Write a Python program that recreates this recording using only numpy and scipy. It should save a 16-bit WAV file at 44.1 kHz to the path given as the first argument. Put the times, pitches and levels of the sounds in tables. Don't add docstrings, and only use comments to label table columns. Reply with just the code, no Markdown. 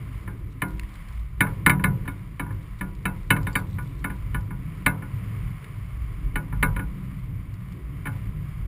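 import sys
import numpy as np
from scipy import signal
from scipy.fft import rfft, irfft, next_fast_len
from scipy.io import wavfile

SR = 44100
rng = np.random.default_rng(int(sys.argv[2]) if len(sys.argv) > 2 else 0)


def transcribe(signal):
    frames = np.atleast_2d(signal).T
    limited = np.clip(frames, -1, 1)
    pcm = np.round(limited * 32767).astype(np.int16)
    wavfile.write(sys.argv[1], SR, pcm)


N = 382347


def fitting_knocks(gain_db=3, detune=0.0061, scatter_db=2, crack_db=-20, crack_s=0.0044):
    # start in seconds, relative level in dB, slack of the line from 0 to 1.
    blows = [(0.2757, -41, .65), (0.6185, -26, 0.98), (1.4061, -18, 0.22), (1.466, -38, .1),
             (1.662, -15, 0.27), (1.6957, -19, 0.06), (1.794, -39.5, 0.3), (1.8393, -20.5, 0.32),
             (2.0527, -47.5, 0.44), (2.077, -33.5, 0.78), (2.3954, -31, 0.97), (2.462, -48.5, .1),
             (2.5058, -47, 0.6), (2.8094, -33, 0.99), (3.0537, -24.5, 0.58), (3.304, -16.5, .05),
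             (3.3637, -32, .45), (3.4682, -30.5, 0.2), (3.5537, -22.5, .05), (3.784, -39, 0.26),
             (4.0424, -29.5, 0.5), (4.0988, -39, 0), (4.3444, -32, 0.3), (4.506, -43, 0.75),
             (4.8618, -18, 0), (5.0215, -43.5, 0.35), (6.3565, -28, 0.4), (6.525, -42, 0.7),
             (6.627, -19.5, 0.05), (6.7627, -33.5, 0.7), (6.7928, -35.5, .4), (8.055, -35, 0.43),
             (8.0689, -34, 0.4)]
    # frequency in Hz, relative level in dB, t60 in seconds.
    rail_modes = [(53.8,-12.5,0.95), (106.4,-9.5,0.43), (148.55,-11.5,0.58), (188.25,-8,0.43),
                  (230,-5.5,0.081), (275.4,-12.5,0.26), (336.4,-20.5,0.35), (409,-22,0.13),
                  (527.2,-23,0.68), (845.3,-19,0.22), (975,-12.5,0.35), (1041,-11.5,0.088), (1187,-14,0.13),
                  (1372,-8.5,0.097), (1530,-7.5,0.15), (1559,-13.5,0.41), (1630,-12,0.11), (1706,-1,0.12),
                  (1813,1.5,0.031), (2126,-3.5,0.12), (2180,-7,0.11), (2255,-1.5,0.065), (2410,-5,0.053),
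                  (2591,-14.5,0.16), (2697,-13.5,0.053), (3012,-8,0.057), (3494,-19.5,0.067),
                  (3744,-17,0.093), (3980,-22,0.055), (4470,-15.5,0.015)]
    taut_hz, sag_hz, slack_t60_s = 1464, 38.3, 0.46
    firm_db, softer_db, soft_db_per_octave = -12.5, 24, -7
    t = np.arange(int(.7 * SR)) / SR
    hz, db, t60_s = np.transpose(rail_modes)
    polarity = (-1) ** np.arange(len(hz))
    octaves = np.log2(np.maximum(hz, 900) / 1600)
    is_fitting = np.arange(len(hz)) == np.argmin(np.abs(hz - taut_hz))
    out = np.zeros(N)
    for start_s, level_db, slack in blows:
        pitch, strength = rng.standard_normal((2, len(hz)))
        tilt_db = soft_db_per_octave * ((firm_db - level_db) / softer_db) ** 2
        free_share = np.clip(0.12 + 0.63 * slack ** 2, 0, 1)
        mode_hz = np.where(is_fitting, taut_hz - sag_hz * slack ** 2, hz * (1 + detune * pitch))
        mode_t60_s = t60_s + is_fitting * free_share * (slack_t60_s - t60_s)
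        gains = polarity * undb(db + tilt_db * octaves + scatter_db * strength)
        rail = ring(t, mode_hz, gains, mode_t60_s)
        crack = undb(crack_db + tilt_db) * rng.standard_normal(len(t)) * np.exp(-t / crack_s)
        knock = choke(rail + crack, t, free_share) + wire_stay(t, slack) + deck_ring(t)
        add(out, start_s, undb(level_db + gain_db) * knock)
    return rebound(out)


def choke(blow, t, free_share, settle_s=0.041, damp_t60_s=0.14):
    thud = colour(blow, [(1050, -1.5), (1300, -25)])
    pressed_s = np.maximum(t - settle_s, 0)
    return thud + (blow - thud) * 1000 ** (-(1 - free_share) * pressed_s / damp_t60_s)


def wire_stay(t, slack, taut_db=-38, slack_db=24.5):
    # frequency in Hz, relative level in dB, t60 in seconds.
    stay_modes = [(198.3, -4, 3), (312, -3, 0.94), (379, -1.5, 0.93), (510, -18, 1.6), (676, -13, 0.78),
                  (712, -8.5, 0.29), (972, -1, 0.71)]
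    hz, db, t60_s = np.transpose(stay_modes)
    return ring(t, hz, undb(db + taut_db + slack_db * slack), t60_s)


def deck_ring(t, low_db=-13, high_db=-18, low_t60_s=0.33, high_t60_s=0.26):
    low_shape = [(60, -47), (150, 7.5), (300, -1.0), (700, -7.5), (1000, -5), (1400, -11), (4000, -64)]
    high_shape = [(500, -42), (1000, 19), (2300, 4), (3000, -8), (4500, -23), (5800, -34)]
    low = unit(colour(rng.standard_normal(len(t)), low_shape)) * 1000 ** (-t / low_t60_s)
    high = unit(colour(rng.standard_normal(len(t)), high_shape)) * 1000 ** (-t / high_t60_s)
    return undb(low_db) * low + undb(high_db) * high


def rebound(x, delay_s=.0068, share=.47):
    return x + share * np.pad(x, (int(delay_s * SR), 0))[:N]


def hardware_ticks(gain_db=16, attack_s=0.00048, light_db=-66.5, light_t60_s=0.033, halving_db=13.5):
    # start in seconds, relative level in dB, body near 2 kHz in dB.
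    touches = [(0.7954, -42, 19), (0.8324, -67, 25), (0.9542, -60, 17), (1.086, -61, 14), (2.9503, -61, 6),
               (3.43, -58, 2), (3.529, -52, -5), (4.4085, -62, -3), (5.6427, -60, 24.5), (7.54, -61, 5),
               (7.7224, -63, 10)]
    t = np.arange(SR // 5) / SR
    out = np.zeros(N)
    for start_s, level_db, body_db in touches:
        t60_s = light_t60_s * .5 ** ((level_db - light_db) / halving_db)
        burst = rng.standard_normal(len(t)) * 1000 ** (-t / t60_s) * (1 - np.exp(-t / attack_s))
        shape = [(300, -30), (1200, body_db - 23), (1800, body_db), (3600, -1 + body_db / 3),
                 (5000, 4.5), (6000, -7), (8000, -16), (11000, -19)]
        add(out, start_s, undb(level_db + gain_db) * colour(burst, shape))
    return out


def shackle_chinks():
    # start in seconds, level in dB.
    chinks = [(3.531, -53), (3.562, -44)]
    # frequency in Hz, relative level in dB, t60 in seconds.
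    shackle_modes = [(4500, -3, .12), (4640, -5, .1), (4690, -1.5, 0.12), (7450, -8, .13), (7440, -13, .1),
                     (8250, -11, .08)]
    t = np.arange(SR // 5) / SR
    hz, db, t60_s = np.transpose(shackle_modes)
    out = np.zeros(N)
    for start_s, level_db in chinks:
        add(out, start_s, ring(t, hz, undb(db + level_db), t60_s))
    return out


def hull_rumble(flutter_db=3.5, wind_gain_db=4):
    # centre in Hz, width in Hz, relative drive in dB.
    hull_modes = [(39.4, 14.2, -5), (54.7, 8.3, -1.5), (102.3, 22.7, 2.5), (127.9, 19.2, -1),
                  (151.6, 18.3, -3.5), (186.4, 10.7, -5.5), (274.6, 34.3, -17), (335, 95, -25),
                  (407, 113, -32.5)]
    # time in seconds, level in dB.
    sea_levels = [(0, -39), (.4, -33), (.72, -36.5), (1.1, -33.5), (1.85, -32), (2.55, -40), (2.8, -34),
                  (3.8, -33.5), (4.3, -35), (5.07, -37.5), (5.47, -28), (5.65, -40), (6.22, -28),
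                  (6.42, -35), (6.7, -33), (7.3, -37), (8.05, -37), (8.5, -31.5)]
    # time in seconds, relative level in dB.
    wind_levels = [(0, -38.5), (.35, -38), (.75, -44), (1.3, -45.5), (1.88, -28), (2.15, -40), (2.65, -42),
                   (3.15, -41.5), (3.5, -33), (4.2, -39.5), (4.55, -34), (5.4, -37.5), (5.92, -41),
                   (6.25, -37), (6.85, -36.5), (7.7, -38), (8.2, -36), (8.67, -39)]
    modes = []
    for hz, width_hz, db in hull_modes:
        push = rng.standard_normal(N) * undb(db + flutter_db * drift(rate_hz=9))
        stage_hz = 1.57 * width_hz
        modes.append(band(band(push, hz, stage_hz), hz, stage_hz))
    sea = unit(sum(modes[:2])) * undb(curve(sea_levels))
    wind = unit(sum(modes[2:])) * undb(curve(wind_levels) + wind_gain_db)
    return sea + wind


def wake_wash(gain_db=2, surge_db=1.54, bubbles_per_s=2500, bubbles_db=-5, scatter_db=4):
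    # time in seconds, relative level in dB.
    wake_levels = [(0, -55), (.75, -57), (1.3, -56), (2.2, -57), (3.7, -55), (4.25, -55.5), (5.4, -51.5),
                   (6.05, -53), (7.1, -57), (8.0, -56), (8.23, -52), (8.67, -56.5)]
    # frequency in Hz, relative spectral density in dB.
    wash_spectrum = [(260, -41), (450, -11), (552, -8.5), (595, -6.5), (805, -9), (896, -9.5), (1020, 2),
                     (1280, -2), (1550, -7.5), (2240, -0.5), (2490, -9), (2990, -10.5), (4140, -22.5),
                     (4970, -18.5), (5900, -27.5), (7670, -63), (13000, -120)]
    bursts = rng.random(N) < bubbles_per_s / SR
    bubbles = bursts * rng.standard_normal(N) * undb(scatter_db * rng.standard_normal(N))
    foam = rng.standard_normal(N) + undb(bubbles_db) * unit(bubbles)
    level_db = curve(wake_levels) + gain_db + surge_db * drift(rate_hz=6)
    return unit(colour(foam, wash_spectrum)) * undb(level_db)


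def spray(flicker_db=2, drops_per_s=45, scatter_db=4, drop_s=0.003):
    # time in seconds, level in dB.
    spray_levels = [(0, -75), (1.0, -71), (2.3, -74), (3.1, -70), (3.7, -63), (4.4, -77), (5.5, -82),
                    (7.4, -76), (8.67, -80)]
    drops = (rng.random(N) < drops_per_s / SR) * undb(scatter_db * rng.standard_normal(N))
    spatter = signal.lfilter([1], [1, -np.exp(-1 / (drop_s * SR))], drops)
    shape = [(2000, -12), (3600, 20), (4700, 12), (6000, 11.5), (7500, -39), (11000, 0)]
    hiss = colour(rng.standard_normal(N) * (.5 + spatter), shape)
    return unit(hiss) * undb(curve(spray_levels) + flicker_db * drift(rate_hz=25))


def ring(t, hz, gains, t60_s):
    return gains @ (1000 ** (-t / t60_s[:, None]) * np.sin(2 * np.pi * np.outer(hz, t)))


def colour(x, points):
    hz, db = np.transpose(points)
    size = next_fast_len(len(x) + SR // 10)
    bin_hz = np.maximum(np.fft.rfftfreq(size, 1 / SR), 1)
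    gains = undb(np.interp(np.log(bin_hz), np.log(hz), db))
    return irfft(rfft(x, size) * gains, size)[:len(x)]


def band(x, hz, width_hz):
    return signal.lfilter(*signal.iirpeak(hz, hz / width_hz, fs=SR), x)


def drift(rate_hz):
    steps = rng.standard_normal(400)
    return 1.26 * np.interp(np.arange(N) / SR * rate_hz, np.arange(len(steps)), steps)


def curve(points):
    return np.interp(np.arange(N) / SR, *np.transpose(points))


def undb(db):
    return 10 ** (np.asarray(db) / 20)


def unit(x):
    return x / np.sqrt(np.mean(x ** 2))


def add(track, start_s, sound):
    start = max(int(start_s * SR), 0)
    track[start:start + len(sound)] += sound[:N - start]


def scene():
    background = hull_rumble() + wake_wash() + spray()
    return (background + fitting_knocks() + hardware_ticks() + shackle_chinks())[None]


def record(dry, hold_hz=12000, low_band_hz=5600, treble_db=-3, top_hz=15400):
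    dry = dry * np.clip((N - 1 - np.arange(N)) / (SR // 100), 0, 1)
    slow = signal.resample_poly(dry, hold_hz, SR, axis=1)
    low_band = signal.sosfilt(signal.butter(4, low_band_hz, fs=hold_hz, output="sos"), slow)
    held = signal.resample_poly(np.repeat(low_band, 4, axis=1), SR, 4 * hold_hz, axis=1)[:, :N]
    direct_treble = signal.sosfilt(signal.butter(8, hold_hz / 2, "high", fs=SR, output="sos"), dry)
    top_cut = signal.ellip(8, .2, 70, top_hz, fs=SR, output="sos")
    return signal.sosfilt(top_cut, held + undb(treble_db) * direct_treble)


dry = scene()
out = record(dry)
transcribe(out)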